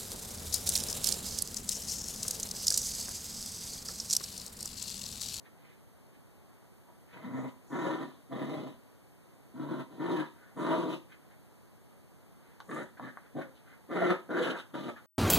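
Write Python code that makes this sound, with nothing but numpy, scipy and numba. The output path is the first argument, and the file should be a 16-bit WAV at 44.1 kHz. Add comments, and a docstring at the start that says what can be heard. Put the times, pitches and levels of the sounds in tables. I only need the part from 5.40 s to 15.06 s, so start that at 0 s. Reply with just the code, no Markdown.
"""Two small dogs growl in short, gruff bursts as they tug at a toy on a bed.
Each growl is a source and a filter: uneven vocal-fold pulses excite the resonances of throat and mouth,
and turbulent air rasps on each pulse. Effort swells, sags and is let go; tugs curl back the lips.
Teeth clack and the bedding rustles. A small bedroom reverberates over faint air and hiss,
and two microphone ports are cross-subtracted into a wide stereo picture."""
import sys
import numpy as np
from scipy import signal
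from scipy.fft import rfft, irfft, next_fast_len
from scipy.io import wavfile
from scipy.ndimage import uniform_filter1d
from numba import njit

SR = 44100
rng = np.random.default_rng(int(sys.argv[2]) if len(sys.argv) > 2 else 0)


def put_to_file(sound):
    """Save the sound as 16-bit audio at rate SR, in the file named by the first command-line argument."""
    columns = np.atleast_2d(sound).T  # one column per channel
    safe = np.clip(columns, -1, 1)
    whole_steps = np.round(safe * 32767)
    wavfile.write(sys.argv[1], SR, whole_steps.astype(np.int16))


N = 426006
PORT_LAG = 17  # travel time of sound between the two ports, in samples


def dogs(release_s=0.22, pitch_lag_s=0.04, rasp_rise_db_per_s=8, surge_db=0.72):
    """Breath effort modulates the voice: level, pitch, brightness and rasp follow each growl's course."""
    # growls, valued at the crest: start_s, swell_s, hold_s, release_db_per_s, level_db, pitch_hz,
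    # arch_octaves, bright_db, drift_db_per_s, rasp_db, mouth_shape, jitter_cycles, tone_db
    growls = [(1.72, 0.13, .14, 260, -51, 130, 0.23, -2.5, -16, -15, "shut", 0.18, -7.5),
              (1.835, 0.14, 0.23, 418, -40.5, 130.3, 0.055, -9.5, 3, -27.5, "shut", 0.07, -1.5),
              (2.296, 0.15, 0.34, 190, -37, 165.3, .2, -3, -17, -17, "bared", 0.11, -6.5),
              (2.893, .15, 0.4, 480, -38, 148, .22, -9, -14, -16.5, "shut", 0.12, -7),
              (4.135, 0.16, 0.27, 480, -39.5, 147.3, 0.18, -9, 14, -21.5, "clenched", 0.1, -1),
              (4.5, 0.028, 0.071, 262.5, -53.5, 154.1, 0.093, -10.5, 3, -14, "bared", 0.21, -4),
              (4.577, 0.18, 0.22, 300, -33, 171.5, 0.23, -8, -16, -18.5, "bared", .07, -1),
              (5.157, .14, 0.38, 400, -34.5, 169.7, .22, -6.5, -29, -17, "clenched", .09, -9.5),
              (7.281, 0.092, 0.14, 400, -41.5, 149.8, 0.16, -2, -10, -17.5, "snarl", 0.17, -3.5),
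              (7.587, 0.09, 0.085, 452, -46, 133.4, .05, 0, 26, -16.5, "snarl", .14, -5),
              (7.943, 0.046, 0.052, 240, -41, 153.1, 0.11, -20, 107, -29.5, "open", 0.14, -11.5),
              (8.484, 0.16, 0.24, 420, -33, 180.5, 0.14, -2.5, 10, -17.5, "open", .07, -9.5),
              (8.884, 0.094, 0.24, 266, -34, 172.1, -.03, -3.5, 12, -20.5, "gaping", .12, -7.5),
              (9.333, 0.019, 0.16, 404, -42, 143.9, -0.011, -5, -39, -11.5, "slack", 0.15, -7.5)]
    # the resonance that rises as the jaw opens: time_s, resonance_hz
    jaw = [(2.1, 1250), (2.33, 1370), (2.43, 1340), (2.6, 1176), (4.35, 1287), (4.75, 1200), (5.27, 1170),
           (5.4, 1130), (7.33, 1140), (7.4, 1290), (7.43, 1590), (7.6, 1000), (7.65, 1240), (7.7, 1740),
           (8.5, 1160), (8.57, 1340), (8.72, 1300), (8.91, 1410), (9.01, 1620), (9.19, 1530), (9.35, 1270),
           (9.5, 1230)]
    out, t = np.zeros(N), np.arange(N) / SR
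    for start, swell_s, hold_s, release, db, hz, octaves, bright_db, drift, rasp_db, *manner in growls:
        at = slice(int(start * SR), int((start + hold_s + release_s) * SR))
        age = t[at] - start
        arch, fall = effort(age, swell_s, hold_s, release)
        tug_level, tug_bright, tug_rasp = tugging(t[at])
        # the voice catches from below full level and the mouth opens late: the onset is soft and dark
        catch = 15 * np.exp(-age / (0.097 * swell_s))
        closed = 8 * np.exp(-age / (0.19 * swell_s))
        from_peak = 2 * age / (hold_s + pitch_lag_s) - 1
        pitch_hz = hz * 2 ** (-octaves * np.minimum(from_peak ** 2, 1))
        jaw_hz = np.interp(t[at], *np.transpose(jaw))
        level = db + arch + fall - catch + tug_level + surge_db * wander(age, 26.8)
        # on release, mouth and rasp lose only part of what the chest loses
        bright = bright_db + drift * (age - swell_s) - closed - 0.29 * fall + tug_bright
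        rasp = rasp_db + rasp_rise_db_per_s * (age - swell_s) - closed - 0.54 * fall + tug_rasp
        out[at] += growl(age, pitch_hz, jaw_hz, level, bright, rasp, *manner)
    return out


def effort(age, swell_s, hold_s, release_db_per_s, swell_db_per_s=39.5, sag_db_per_s=32.5):
    """Exponential growth and decay, in dB: the arch about the crest, and the fall after release."""
    arch = -swell_db_per_s * np.maximum(swell_s - age, 0) - sag_db_per_s * np.maximum(age - swell_s, 0)
    return arch, -release_db_per_s * np.maximum(age - hold_s, 0)


def tugging(t):
    """A tug drives more air and curls the lips: Gaussian shifts of level, brightness and rasp in dB."""
    # tugs on the toy: time_s, sigma_s, level_db, bright_db, rasp_db
    tugs = [(2.088, 0.014, 3, 3, 12), (2.34, 0.024, 4, -1.5, -2), (4.723, 0.0077, 1.5, -7, -1),
            (4.395, 0.028, 1, 1, 5), (4.768, 0.0098, -1, 3.5, 5), (4.846, 0.02, 0.5, 9, 1),
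            (5.328, 0.029, 1, 4, 0.5), (5.456, 0.021, 5, -1, -4.5), (5.527, 0.024, 2, 6, 6),
            (8.018, 0.027, 1.5, 14, 12), (8.71, 0.012, 3.5, -1.5, 0), (9.04, 0.039, -2, 1.5, 12.5),
            (9.194, 0.023, -2, 7.5, 19), (9.107, 0.0042, -3, -8, 14), (9.487, 0.01, 4.5, 8, -3)]
    return sum(np.outer(shifts_db, bell(t - s, sigma_s)) for s, sigma_s, *shifts_db in tugs)


def growl(t, hz, jaw_hz, level_db, bright_db, rasp_db, mouth, jitter, tone_db, split_hz=800):
    """Source and filter: pulses and puffs ring the tract, over a chesty tone and under a dry rasp."""
    pulses, phase, angle, size = folds(t, hz, jitter)
    puffs = size * (0.33 + np.cos(np.pi * phase) ** 2) * rng.standard_normal(len(t))
    source = unit(pulses) + undb(-4.5) * unit(puffs)
    voice = vocal_tract(t, source, hz, jaw_hz, mouth)
    lips = steady(cut(cut(voice, split_hz, "high", order=6), 1980, "low"))
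    # the smooth part of the airflow sounds as a firm tone, in step with the pulses
    flutter = uniform_filter1d(size, size=256) * undb(4 * wander(t, 75))
    tone = unit((np.cos(2 * angle) + undb(-11) * np.cos(angle)) * flutter)
    throat = steady(voice) + undb(tone_db) * tone
    chest = steady(cut(cut(throat, split_hz, "low", order=6), np.median(hz), "high", order=5))
    rasp = air_rasp(t, source, puffs, level_db, rasp_db)
    fade = np.clip(np.minimum(t - t[0], t[-1] - t) / .004, 0, 1)
    rattle_db = 2 * wander(t, 70)
    return fade * undb(level_db + rattle_db) * (chest + undb(bright_db) * lips + rasp)


def folds(t, hz, jitter, shimmer_db=2.0, throb_db=1.0, throb_hz=44):
    """Slack vocal folds oscillate with jitter and shimmer: pulses, cycle phase, smoothed angle, size."""
    chance = rng.standard_normal((256, 2))
    cycles = np.cumsum(hz) / SR
    closures = np.sort(np.arange(256) + jitter * (chance[:, 0] + .5 * np.cumsum(chance[:, 0])))
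    phase = np.interp(cycles, closures - closures[0], np.arange(len(closures)))
    angle = 2 * np.pi * (cycles + uniform_filter1d(phase - cycles, size=400))
    cycle = phase.astype(int)
    # loose tissue above the folds flaps more slowly and makes the growl throb
    throb = np.sin(2 * np.pi * np.cumsum(throb_hz * (1 + 0.275 * wander(t, 31.6))) / SR)
    size = undb(shimmer_db * chance[cycle, 1] + throb_db * throb)
    return np.diff(cycle, prepend=cycle[0]) * size, phase % 1, angle, size


def vocal_tract(t, source, hz, jaw_hz, mouth, jaw_rest_hz=1330, jaw_follow=0.11):
    """Formants filter the source in parallel; one moves with the jaw, the mouth's others follow a bit."""
    # mouth_shape: jaw_level_db, then formants as centre_hz, width_hz, level_db
    mouths = { "shut": (-3.5, [(485, 180, -3), (640, 34, -1.5), (797, 57, -4.5), (985, 65, 5),
              (1895, 270, 1.5)]), "bared": (-9.5, [(482, 80, -11.5), (700, 400, -11), (966, 67, .5),
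              (1768, 65, -0.5)]), "clenched": (-4, [(500, 78, -9.5), (610, 76, -5.5), (985, 100, 4),
              (1850, 110, -6.5)]), "open": (0, [(500, 65, -0.5), (643, 48, -2.5), (1040, 250, -8),
              (1754, 140, -3.5), (2020, 92, -5)]), "gaping": (-0.88, [(472, 96, -0.5), (630, 37, -2),
              (1010, 470, -5), (1320, 230, -4)]), "snarl": (8.2, [(486, 210, 2), (910, 120, -6),
              (1710, 160, 7.5)]), "slack": (4.1, [(535, 367, -4.5), (930, 55, 1), (1885, 560, -3.5)])}
    jaw_db, formants = mouths[mouth]
    opening = (jaw_hz / jaw_rest_hz) ** jaw_follow
    voice = sum(undb(db) * ring(source, f * opening * waver(t), float(width)) for f, width, db in formants)
    voice = voice + undb(jaw_db) * ring(source, jaw_hz * waver(t), 107.0)
    # the throat rings on the octave and on the pitch itself
    return voice + ring(source, 2 * hz, 95.0) + undb(-0.5) * ring(source, hz, 170.0)


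def waver(t):
    """Random frequency modulation: the factor by which a resonance strays as the dog works the toy."""
    return 1 + 0.034 * wander(t, 26.9)


def air_rasp(t, source, puffs, level_db, rasp_db, snarl_hz=3120, sink_octaves_per_s=0.55, onset_db=-46):
    """Turbulence rasps past the teeth; pushed hard, the cavity behind them resonates in a snarl."""
    # spectrum of the rasp: frequency_hz, level_db
    spectrum = [(1800, -37), (2400, 5.5), (3000, 5.5), (3750, 6), (4300, -3), (5200, -4), (6500, -10),
                (8000, -9), (14000, -18)]
    rasp = steady(colour(puffs, spectrum)) * undb(rasp_db)
    centre_hz = snarl_hz * 2 ** (-sink_octaves_per_s * t) * waver(t)
    snarl = steady(ring(ring(source, centre_hz, 1000.0), centre_hz, 1000.0))
    return rasp + snarl * undb(rasp_db + 1.37 * (level_db + rasp_db - onset_db))


def brief_tones():
    """Gaussian-windowed sines: clean tones ring out within the growls, and a low hum lingers after one."""
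    # brief clean tones: time_s, level_db, pitch_hz, sigma_s
    tones = [(2.47, -37.5, 552, 0.012), (2.665, -47.5, 277.5, 0.044), (5.332, -41.5, 635, 0.028),
             (8.627, -28.5, 672, 0.0055), (9.012, -30, 490, 0.0079)]
    out, t = np.zeros(N), np.arange(N) / SR
    for s, db, hz, sigma_s in tones:
        at = np.abs(t - s) < 10 * sigma_s
        out[at] += undb(db) * np.sqrt(2) * np.sin(2 * np.pi * hz * t[at]) * bell(t[at] - s, sigma_s)
    return out


def teeth(size=4096, enamel_hz=3430):
    """Impact excitation: a tick and a short scrape ring a broad resonance and the enamel."""
    # teeth striking the toy: time_s, level_db, centre_hz, scrape_t60_s, snap_db
    clacks = [(5.267, -32.5, 1140, .012, -21), (7.203, -42.5, 1180, 0.063, -13),
              (7.314, -35, 1750, .015, -28), (7.371, -37, 1380, .01, -34), (7.597, -37.5, 850, 0.012, -38),
              (7.772, -37.5, 1250, 0.026, -46)]
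    out, t = np.zeros(N + size), np.arange(size) / SR
    for s, db, hz, t60, snap_db in clacks:
        blow = 0.045 * rng.standard_normal(size) * undb(-60 * t / t60)
        blow[0] += 1
        clack = cut(band(blow, hz), 1700, "low", order=3) + undb(snap_db) * band(blow, enamel_hz)
        out[int(s * SR):int(s * SR) + size] += undb(db) * clack / np.abs(clack).max()
    return out[:N]


def bedding(size=16384):
    """Friction on cloth makes short swells of grainy, band-limited noise."""
    # paws, fur and toy brushing the bedding: time_s, level_db, centre_hz, sigma_s
    rustles = [(0.063, -57, 1940, 0.01), (0.28, -64, 2100, 0.056), (0.748, -60, 1860, 0.0082),
               (1.495, -64, 890, 0.017), (1.741, -55, 1960, 0.031), (1.817, -60, 2100, 0.01),
               (2.023, -68, 6960, 0.066), (2.4, -61.5, 6600, 0.086), (5.038, -62.5, 1520, 0.069),
               (5.214, -61.5, 7900, 0.033), (5.726, -55, 1940, 0.02), (5.921, -63, 1850, 0.018),
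               (7.096, -66.5, 1940, 0.053), (7.354, -61, 7900, 0.061), (7.581, -50, 1660, 0.0066),
               (7.82, -63, 1610, 0.061), (8.17, -64.5, 3060, 0.015), (8.316, -59, 1610, 0.044),
               (9.576, -51.5, 1510, 0.015)]
    out, t = np.zeros(N + 2 * size), (np.arange(size) - size // 2) / SR
    for s, db, hz, sigma_s in rustles:
        grains = rng.standard_normal(size) * undb(4.5 * wander(t, 300))
        at = int(s * SR) + size // 2
        out[at:at + size] += undb(db) * unit(band(grains, hz, 0.66)) * bell(t, sigma_s)
    return out[size:size + N]


def bedroom(x, size=16384, near_t60_s=0.082, tail_t60_s=0.35, tail_db=-13.5):
    """Convolution with the room's impulse response: direct sound, early reflections and a soft tail."""
    # standing waves between the walls lift and hollow the bass: frequency_hz, gain_db
    standing_waves = [(100, 4.5), (150, 2), (168, -4), (184, 2), (207, -2.5), (235, .5), (360, -0.5),
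                      (470, 0)]
    t = np.arange(size) / SR
    decay = undb(-60 * t / near_t60_s) + undb(tail_db - 60 * t / tail_t60_s)
    impulse = undb(4.5) * unit(diffuse(size) * decay * (t > .002)) / np.sqrt(size)
    impulse = impulse - 0.9 * cut(impulse, 420, "low", order=1)  # the mattress absorbs low echoes
    impulse[:, 0] = 1  # direct sound
    length = next_fast_len(N + size)
    response = rfft(impulse, length)
    # the room response is evened out in the bass, so low echoes smear in time without booming
    power = uniform_filter1d(np.abs(response.mean(axis=0)) ** 2, int(50 * length / SR))
    bass_share = 1 / (1 + (np.arange(len(power)) * SR / length / 1500) ** 4)
    response = response / np.sqrt(bass_share * power + (1 - bass_share) * power.mean())
    return irfft(rfft(colour(x, standing_waves), length) * response, length)[:, :N]


def room_air(level_db=-64.5):
    """The room's quiet air is a diffuse noise field whose level drifts slightly."""
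    # spectrum of the air: frequency_hz, level_db
    spectrum = [(40, -27), (200, -4.5), (400, -2), (900, -2), (2200, -7.5), (3500, -15), (5000, -15),
                (14000, -67)]
    air = unit(colour(diffuse(next_fast_len(N)), spectrum))[:, :N]
    return air * undb(level_db + .5 * wander(np.arange(N) / SR, 9.2))


def port_hiss(level_db=-62.5):
    """Self-noise: each port adds its own uncorrelated hiss."""
    # spectrum of the hiss: frequency_hz, level_db
    spectrum = [(30, 13), (250, 11.5), (1500, -1.5), (5000, -7.5), (8000, -2), (14000, -1.5)]
    noise = rng.standard_normal((2, next_fast_len(N)))
    return undb(level_db) * unit(colour(noise, spectrum))[:, :N]


def diffuse(size):
    """Diffuse-field coherence follows a sinc law: the ports agree in the bass, not in the treble."""
    noise = rng.standard_normal((2, size))
    coherence = np.sinc(2 * freqs(noise) * PORT_LAG / SR)
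    mid, side = irfft(rfft(noise) * np.sqrt([1 + coherence, 1 - coherence]), size)
    return np.array([mid + side, mid - side])


@njit
def ring(x, hz, width_hz):
    """A second-order resonator whose centre may move; gain 1 at the centre."""
    y, band_state, low_state = np.empty(len(x)), 0., 0.
    for i in range(len(x)):
        g, damping = np.tan(np.pi * hz[i] / SR), width_hz / hz[i]
        v = (band_state + g * (x[i] - low_state)) / (1 + g * (g + damping))
        band_state, low_state = 2 * v - band_state, low_state + 2 * g * v
        y[i] = damping * v
    return y


def band(x, hz, width_share=1):
    """Two resonators in cascade make a broad, steep-sided band."""
    centre, width_hz = np.full(len(x), float(hz)), float(width_share * hz)
    return ring(ring(x, centre, width_hz), centre, width_hz)


def cut(x, hz, kind, order=4):
    """A maximally flat low-pass or high-pass."""
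    return signal.sosfilt(signal.butter(order, hz, kind, fs=SR, output="sos"), x)


def colour(x, points):
    """Zero-phase filtering through (frequency_hz, gain_db) points."""
    hz, db = np.transpose(points)
    return irfft(rfft(x) * undb(np.interp(np.log(freqs(x) + 1), np.log(hz), db)), x.shape[-1])


def freqs(x):
    """The frequency of each spectral bin, in Hz."""
    return np.arange(x.shape[-1] // 2 + 1) * SR / x.shape[-1]


def steady(x, span_s=0.044):
    """Division by the running rms evens out slow swells and keeps single pulses."""
    return x / np.sqrt(np.abs(uniform_filter1d(x ** 2, int(span_s * SR))) + 1e-4 * np.mean(x ** 2))


def wander(t, per_s):
    """Interpolated noise that reaches a new value `per_s` times a second."""
    return np.interp((t - t[0]) * per_s, np.arange(1024), rng.standard_normal(1024))


def bell(t, sigma_s):
    """A Gaussian envelope about t = 0."""
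    return np.exp(-.5 * (t / sigma_s) ** 2)


def unit(x):
    """Scale to an rms of 1."""
    return x / np.sqrt(np.mean(x ** 2))


def undb(db):
    """Decibels to amplitude gain."""
    return 10 ** (np.asarray(db) / 20)


def scene():
    """Superposition: dogs, teeth and bedding in the room, extra direct clack, then air and hiss."""
    air, hiss = room_air(), port_hiss()
    voices, clacks = dogs() + brief_tones(), teeth()
    return bedroom(voices + undb(4) * clacks + bedding()) + clacks + air + hiss


def record(dry, lift_hz=100, lift_db=18.5, mismatch_db=-1.72, top_hz=13900):
    """Differential pickup: each channel subtracts the other port, delayed; a lift restores the lows."""
    ports = dry * undb([[-mismatch_db], [mismatch_db]])
    opposite = np.pad(ports[::-1], ((0, 0), (PORT_LAG, 0)))[:, :N]
    wide = (ports - opposite) / 2
    lifted = wide + undb(lift_db) * cut(wide, lift_hz, "low", order=1)
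    trimmed = cut(lifted, 105, "high", order=2)
    return signal.sosfilt(signal.ellip(10, .1, 70, top_hz, fs=SR, output="sos"), trimmed)


dry = scene()
out = record(dry)
put_to_file(out)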